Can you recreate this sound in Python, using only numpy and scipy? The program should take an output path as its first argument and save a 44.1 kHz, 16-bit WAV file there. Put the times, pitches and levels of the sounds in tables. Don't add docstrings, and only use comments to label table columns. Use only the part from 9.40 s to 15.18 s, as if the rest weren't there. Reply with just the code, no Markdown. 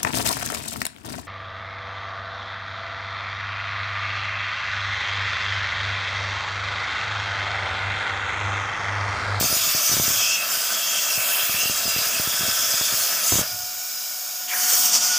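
import sys
import numpy as np
from scipy import signal
from scipy.fft import rfft, irfft, next_fast_len
from scipy.io import wavfile
from scipy.ndimage import uniform_filter1d, map_coordinates

SR = 44100
rng = np.random.default_rng(int(sys.argv[2]) if len(sys.argv) > 2 else 0)


def boost(x):
    u = np.asarray(x, float) / 20
    return 10 ** u


def store_wav(level_fs):
    pcm = np.round(np.clip(np.atleast_2d(level_fs), -1, 1) * 32767)
    wavfile.write(sys.argv[1], SR, pcm.T.astype(np.int16))


N = 254898
TIME_S = np.arange(N) / SR

# time in seconds, gas flow in dB,
# slot depth in dB by which the slot favours hiss over fizz.
ARC_FLOW = [(0, -23, -1.5), (.22, -22.5, -1), (.77, -21, 1), (.92, -25.5, 7), (1.03, -28, -3.5),
            (1.13, -23, -1.5), (1.29, -25.5, -1.5), (1.6, -25, 3), (1.9, -22.5, -10), (2.3, -24.5, -1.5),
            (2.65, -25, 0.5), (2.85, -24.5, -1), (3.15, -23.5, -0.5), (3.4, -23, 1), (3.63, -22.5, -0.5),
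            (3.83, -25.5, -1), (3.89, -21, -1.5), (4.012, -22.5, -4)]
ARC_END_S = ARC_FLOW[-1][0]
# time in seconds, hiss in dB,
# nozzle height in dB by which fizz fades against hiss.
JET_SWEEP = [
    (5.085, -31.5, -2),
    (5.17, -26.5, -3),
    (5.3, -22.5, -2.5),
    (5.46, -20, 0),
    (5.515, -23, 5),
    (5.555, -16, 7),
    (5.595, -24, 8),
    (5.63, -20.5, 5),
    (5.78, -23, 4),
]


def unit(x):
    return x / np.sqrt(np.mean(x ** 2) + 1e-20)


def along(points, hz):
    f, v = np.transpose(points)
    return np.interp(np.log(hz + 1), np.log(f + 1), v, left=-120)


def gate(start_s, end_s):
    ramp_s = .018
    rising = np.clip((TIME_S - start_s) / ramp_s + 1, 0, 1)
    falling = np.clip((end_s - TIME_S) / ramp_s + 1, 0, 1)
    return rising * falling


def curves(rows):
    s, *cols = np.transpose(rows)
    return [gate(s[0], s[-1])] + [np.interp(TIME_S, s, c) for c in cols]


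def bumps(rows):
    return sum(boost(db) * np.exp(-((TIME_S - s) / half_s) ** 2) for s, half_s, db in rows)


def swells(notes, idle_db):
    power = boost(2 * idle_db)
    for s, half_s, db, hz in notes:
        power = power + boost(2 * db) * np.exp(-2 * ((TIME_S - s) / half_s) ** 2)
    peak_s, note_hz = np.transpose(notes)[[0, 3]]
    return np.sqrt(power), np.interp(TIME_S, peak_s, note_hz)


def decay(start_s, fade_s):
    return np.exp(-np.clip(TIME_S - start_s, 0, None) / fade_s)


def wobble(rate):
    knots = rng.standard_normal(int(N * rate / SR) + 4)
    return map_coordinates(knots, [np.arange(N) * rate / SR])


def filtered(x, response):
    m = next_fast_len(N + SR // 2)
    return irfft(rfft(x, m) * response(np.fft.rfftfreq(m, 1 / SR)), m)[..., :N]


def turbulence(streak_db, patch_db):
    hz, t, z = signal.stft(rng.standard_normal(N), SR, nperseg=512)

    def blur(rows, cols):
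        grain = uniform_filter1d(rng.standard_normal(z.shape), rows, 0)
        return unit(uniform_filter1d(grain, cols, 1))

    weaker_low_down = np.clip(hz / 4000, .3, 1)[:, None]
    streaks = streak_db * weaker_low_down * blur(2, 40)
    patches = patch_db * blur(20, 6)
    return signal.istft(z * boost(streaks + patches), nperseg=512)[1][:N]


def bands(x, colour, edges_hz):
    def above(hz, edge):
        return 1 / (1 + (edge / (hz + 1)) ** 24)

    def part(lo, hi):
        split = lambda hz: np.sqrt(np.abs(above(hz, lo) - above(hz, hi)))
        return unit(filtered(x, lambda hz: boost(along(colour, hz)) * split(hz)))

    return [part(lo, hi) for lo, hi in zip(edges_hz, edges_hz[1:])]


def narrow(hz, width_hz):
    slow = rng.standard_normal((2, N))
    for stage in (1, 2, 2):
        slow = signal.lfilter([1], [1, -np.exp(-stage * np.pi * width_hz / SR)], slow)
    turn = 2 * np.pi * np.cumsum(hz * np.ones(N)) / SR
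    return unit(slow[0] * np.cos(turn) + slow[1] * np.sin(turn))


def arc():
    # frequency in Hz, level in dB per Hz.
    arc_colour = [(300, -27), (500, -11), (690, -1), (800, -12.5), (1050, -8), (1350, -10), (2040, -9),
                  (2900, -10), (4200, -12), (5000, 0.5), (7100, 2), (9200, -8.5), (11300, -7), (15400, 0)]
    # centre in Hz, width in Hz, gain in dB.
    plate_modes = [(1202, 20, 8), (1315, 140, 10.5), (1526, 22, 11.5), (1700, 36, 5)]
    on, flow_db, depth_db = curves(ARC_FLOW)
    plate = lambda hz: boost(sum(db / (1 + (2 * (hz - c) / w) ** 2) for c, w, db in plate_modes))
    gas = filtered(turbulence(streak_db=2.2, patch_db=1.3), plate)
    roar, body, hiss, edge, fizz = bands(gas, arc_colour, [1, 2350, 4400, 6000, 8500, 3e4])
    stretch_s, stretch_rise_s, stretch_db = 3.855, .03, 4
    flare_db = stretch_db * np.clip((TIME_S - stretch_s) / stretch_rise_s, 0, 1)
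    roar_follows = 0.23
    steady_db = (roar_follows - 1) * (flow_db - np.mean(ARC_FLOW, 0)[1])
    mix = boost(-7.5 + depth_db) * hiss
    mix += boost(-8 + .4 * depth_db + flare_db) * edge
    mix += boost(1.5 - .3 * depth_db) * fizz
    mix += boost(-10.5 - .2 * depth_db + steady_db) * (roar + boost(0.5) * body)
    return on * boost(flow_db + 0.09 * wobble(16)) * mix


def kerf_whistles():
    # peak in seconds, half length in seconds, peak in dB, note in Hz.
    low_notes = [(.2, 0.35, -37.5, 2640), (.9, 0.1, -23, 2667), (1.02, 0.038, -32, 2600),
                 (1.49, 0.081, -32.5, 2710), (1.76, 0.12, -30, 2655), (1.97, .06, -28.5, 2640),
                 (2.2, 0.12, -29, 2730), (2.53, 0.13, -34.5, 2754), (2.76, 0.059, -33.5, 2600),
                 (3.05, .09, -43, 2630), (3.85, .11, -40, 2670)]
    high_notes = [(.3, 0.23, -36, 3310), (.84, 0.13, -27.5, 3260), (1.25, 0.17, -39, 3130),
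                  (1.5, 0.18, -30, 3220), (1.97, 0.11, -30.5, 3300), (2.27, 0.18, -42, 3320),
                  (2.54, 0.081, -42, 3350), (2.92, .09, -33.5, 3330), (3.17, 0.24, -31.5, 3380),
                  (3.46, 0.076, -29.5, 3445), (3.98, 0.046, -33, 3290)]
    # peak in seconds, half length in seconds, peak in dB.
    shrill_swells = [
        (.14, .05, -35),
        (3.87, .06, -32),
    ]
    low_gain, low_hz = swells(low_notes, idle_db=-66)
    high_gain, high_hz = swells(high_notes, idle_db=-38)
    low = low_gain * boost(-1.5 + 1.5 * wobble(20)) * narrow(low_hz + 40 * wobble(15), width_hz=200)
    high = high_gain * boost(-2.5 + 1.2 * wobble(20)) * narrow(high_hz + 60 * wobble(8), width_hz=400)
    shrill = bumps(shrill_swells) * narrow(9650, width_hz=600)
    return gate(0, ARC_END_S) * (low + high + shrill)


def jet(hiss_db, mix_db, colour, streak_db, patch_db, flutter_db):
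    air = turbulence(streak_db, patch_db)
    roar, splash, hiss, fizz = bands(air, colour, [1, 2600, 4350, 8500, 3e4])
    mix = hiss + sum(boost(db) * layer for db, layer in zip(mix_db, (fizz, splash, roar)))
    return boost(hiss_db + flutter_db * wobble(28)) * mix


def sweeping_jet():
    # frequency in Hz, level in dB per Hz.
    sweep_colour = [(300, -58), (450, -23.5), (700, -10), (1400, -9), (2000, -13.5), (3200, -10.5),
                    (4100, -15.5), (5000, -5.5), (5800, -0.5), (7000, -5), (8500, -12), (11000, -9.5),
                    (13400, -4), (15500, -3.5)]
    on, hiss_db, height_db = curves(JET_SWEEP)
    spit_db = 2 * decay(5.085, fade_s=0.044)
    follows = 0.86
    steady_db = (follows - 1) * (hiss_db - np.median(JET_SWEEP, 0)[1])
    mix_db = [1.1 - height_db,
              -13 + steady_db + spit_db,
              -14.5 + steady_db + .4 * spit_db]
    return on * jet(hiss_db, mix_db, sweep_colour, streak_db=1.6, patch_db=1.05, flutter_db=-0.4)


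def lift_rush():
    # time in seconds, level in dB, centre in Hz.
    lift_path = [
        (5.085, -37, 2900),
        (5.105, -31.5, 2400),
        (5.14, -30, 1850),
        (5.18, -35, 1742),
        (5.28, -35.5, 1910),
        (5.36, -37, 1700),
    ]
    # peak in seconds, half length in seconds, peak in dB.
    gulps = [
        (5.28, 0.0099, -45),
        (5.335, 0.011, -36.5),
        (5.541, 0.013, -37.5),
    ]
    lifting, lift_db, lift_hz = curves(lift_path)
    rush = lifting * boost(lift_db) * narrow(lift_hz, width_hz=1200)
    gurgle = bumps(gulps) * narrow(542, width_hz=220)
    return filtered(rush + gurgle, lambda hz: 1 / (1 + (330 / (hz + 1)) ** 6))


def cooling_air():
    # frequency in Hz, level in dB per Hz.
    air_colour = [(260, -61), (450, -28.5), (650, -11.5), (900, -19.5), (1450, -9.5), (1900, -20.5),
                  (2300, -16.5), (4250, -19), (5200, -5.5), (7000, -7.5), (8800, -23), (11500, -19),
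                  (13500, -15), (15500, -13.5)]
    start_s, end_s = 4.03, 5.065
    ringdown = decay(start_s, fade_s=0.046)
    mix_db = [4.7 + 1.5 * ringdown, -10 + 6 * ringdown, -11.5 + 14 * ringdown]
    return gate(start_s, end_s) * jet(-33.5, mix_db, air_colour, streak_db=2.0, patch_db=0.16, flutter_db=0.14)


def whine():
    # time in seconds, pitch in Hz, fundamental in dB, octave in dB.
    whine_path = [
        (4.07, 720, -49, -48),
        (4.2, 722, -43.5, -49),
        (4.5, 741, -54, -55),
        (5.04, 730.5, -51, -52),
        (5.13, 727, -40, -43.5),
        (5.43, 733, -41.5, -43.5),
        (5.58, 723, -45, -53),
        (5.7, 733, -41.5, -34),
        (5.78, 723, -48, -34),
    ]
    on, hz, first_db, second_db = curves(whine_path)
    turn = 2 * np.pi * np.cumsum(hz) / SR + 0.075 * wobble(25)
    first = np.sqrt(2) * np.sin(turn) * boost(0.28 * wobble(30))
    second = 1.4 * np.sin(2 * turn) + 0.66 * narrow(2 * hz, width_hz=29)
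    return on * (boost(first_db) * first + boost(second_db) * second)


def blows():
    # time in seconds, peak in dB, push (+) or pull (-) factor.
    single_puffs = [(0.0107, -10.5, -0.65), (0.0344, -17, -0.034), (0.0432, -17.5, 0.71),
                    (0.061, -24, -0.68), (0.1268, -15.5, 0.66), (0.349, -19, 0.84), (0.5264, -24, 1),
                    (0.5394, -26.5, -1.7), (0.5685, -19.5, 1), (0.5984, -13.5, -1), (0.6803, -20.5, -1.14),
                    (0.705, -24.5, 1), (2.0953, -26.5, -1), (2.257, -23, -0.86), (2.2975, -19, 0.83),
                    (2.4793, -24, -1), (2.563, -20, 0.92), (2.7983, -18.5, 1), (2.8745, -20, 0.93),
                    (3.0086, -23, 1), (3.341, -31.5, -1.5), (3.539, -22.5, -0.6), (3.9223, -14, 0.95),
                    (3.9252, -15, 0.88), (3.9384, -24, -1), (3.956, -7.5, -0.35), (3.985, -17, -0.93),
                    (3.993, -11.5, 0.74), (4.011, -25, -1), (4.0137, -20, 0.81)]
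    # start in seconds, length in seconds, mean level
    # in dB.
    flutters = [(.027, .004, -17), (0.051, .02, -30), (.1, .025, -30), (0.166, .004, -28.5),
                (0.277, .004, -37), (0.496, .004, -27), (.516, .032, -23.5), (.578, .004, -24.5),
                (.637, .015, -31), (0.826, .004, -34.5), (1.173, .004, -36), (1.776, .004, -30),
                (2.031, .004, -38), (2.144, .004, -30), (2.234, .004, -32), (2.455, .015, -26.5),
                (2.586, .004, -27), (2.615, .004, -30), (2.668, .004, -36), (2.765, .016, -33),
                (2.941, .004, -32), (2.995, .004, -31), (3.014, .045, -27), (3.082, .015, -26),
                (3.194, .004, -33), (3.412, .015, -24), (3.526, .004, -28), (3.933, .016, -24)]
    gap_s, scatter_db = .012, 1.2
    out = np.zeros(N)
    for s, db, sign in single_puffs:
        out[round(s * SR)] += sign * boost(db)
    for s, length_s, db in flutters:
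        gap, size, sign = rng.random((8, 3)).T
        at_s = s + gap_s * (np.cumsum(2 * gap) - 2 * gap[0])
        level = boost(db + scatter_db * (4 * size - 2))
        out[np.round(at_s * SR).astype(int)] += (at_s < s + length_s) * np.sign(sign - .35) * level
    return out


def puffs(impulses):
    t = np.arange(SR // 50) / SR
    step = 0.9 * np.exp(-t / 0.00013) + 0.91 * np.exp(-t / 0.0068)
    cut = lambda hz: (1j * hz) ** 3 / ((110 ** 2 - hz ** 2 + 1j * hz * 130) * (70 + 1j * hz))
    soft = lambda hz: 1 / (1 + 1j * hz / 2400) ** 2
    pressure = signal.fftconvolve(impulses, step)[:N]
    return boost(3.5) * filtered(pressure, lambda hz: cut(hz) * soft(hz))


def rumble(pops):
    # frequency in Hz, level in dB per Hz.
    rumble_colour = [(12, -63), (20, -42), (38, -43), (145, -17.5), (177, -0.5), (206, -9.5), (362, -7.5),
                     (500, -11.5), (650, 3.5), (1100, -120)]

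    def eddies(trail_s):
        return np.abs(filtered(pops ** 2, lambda hz: 1 / (1 + 2j * np.pi * hz * trail_s) ** 2))

    def burning(settle_s):
        return decay(ARC_END_S, settle_s / 2)

    stir, linger = eddies(.008), eddies(.05)
    gust = np.exp(-2 * ((TIME_S - 5.575) / .09) ** 2)
    on, hiss_db, height_db = curves(JET_SWEEP)
    power = boost(2 * -68) + boost(2 * -51.5) * burning(0.14)
    power += boost(2 * -13.5) * stir + boost(2 * -46) * gust
    power += on * boost(2 * (hiss_db - 34))
    deep_power = boost(2 * -93) + boost(2 * -72) * burning(.03)
    deep_power += boost(2 * -18) * stir + boost(2 * -16) * linger + boost(2 * -61) * gust
    hum = narrow(240, width_hz=67)
    hum_level = boost(-70) + on * boost(hiss_db - 37)
    deep, low = bands(rng.standard_normal(N), rumble_colour, [1, 120, 3e4])
    upper = np.sqrt(power) * boost(3.4 * wobble(21.85)) * (low + 0.32 * hum)
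    return upper + hum_level * hum + np.sqrt(deep_power) * boost(5.1 * wobble(18)) * deep


def reflected(x):
    # (delay in ms, gain).
    echo_sets = [
        (0, [(0.596, 0.08), (0.836, 0.1), (1.146, 0.06), (1.492, -0.06), (1.954, -0.06), (2.11, -0.08), (2.392, -0.07), (3.244, -0.05), (3.504, 0.05)]),
        (.85, [(0.588, 0.07), (0.642, 0.05), (0.754, 0.04), (0.91, -0.05), (1.134, 0.06), (1.234, 0.04), (1.688, -0.04), (1.804, 0.07), (2.212, 0.05)]),
        (4.02, [(0.59, 0.06), (0.696, -0.1), (1.318, 0.08), (1.466, -0.07), (1.782, 0.06), (1.9, -0.08), (2.2, 0.08), (2.426, -0.09), (2.606, 0.05)]),
        (5.15, [(0.582, 0.07), (0.66, 0.06), (0.874, 0.05), (0.924, 0.08), (0.966, -0.05), (1.35, 0.05), (1.754, 0.04), (2.168, 0.05), (4.508, -0.04)]),
    ]
    fade_s = 0.29
    begun = [np.clip((TIME_S - s) / fade_s + .5, 0, 1) if s else 1 for s, taps in echo_sets] + [0]

    def comb(taps):
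        return lambda hz: 1 + 1.2 * sum(g * np.exp(-2j * np.pi * hz * ms / 1000) for ms, g in taps)

    return sum((now - later) * filtered(x, comb(taps))
               for (s, taps), now, later in zip(echo_sets, begun, begun[1:]))


def scene():
    pops = puffs(blows())
    near_metal = arc() + kerf_whistles() + cooling_air() + sweeping_jet() + lift_rush()
    return np.tile(reflected(near_metal) + whine() + rumble(pops) + pops, (2, 1))


def side_flecks(mid):
    fleck_edges_hz = [4130, 5250, 6370, 6980, 8300, 9700, 11050, 12400, 13800, 15250]
    chance = .024
    side, n = np.zeros(N), np.arange(2048)
    window = np.sin(np.pi * (n + .5) / 2048)
    chosen = np.argwhere(rng.random((N // 1024 - 2, len(fleck_edges_hz) - 1)) < chance)
    for count, band in chosen:
        centre = 964 + 1024 * (count + 1)
        frame = slice(centre - 1024, centre + 1024)
        lo, hi = fleck_edges_hz[band:band + 2]
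        bins = np.arange(round(lo * 2048 / SR) + 2, round(hi * 2048 / SR) - 2)
        basis = window * np.cos(np.pi / 1024 * np.outer(bins + .5, n + 512.5)) / np.sqrt(512)
        level = np.sqrt(np.mean((basis @ mid[frame]) ** 2))
        side[frame] += boost(-3.5) * level * rng.standard_normal(len(bins)) @ basis
    return side


def band_limit(x):
    return signal.sosfilt(signal.butter(12, 16870, fs=SR, output="sos"), x)


def record(dry):
    top_hz = 15500
    mid = filtered(dry[0], lambda hz: 1 / (1 + (hz / top_hz) ** 900))
    side = side_flecks(mid)
    return band_limit(np.array([mid + side, mid - side]))


dry = scene()
out = record(dry)
store_wav(out)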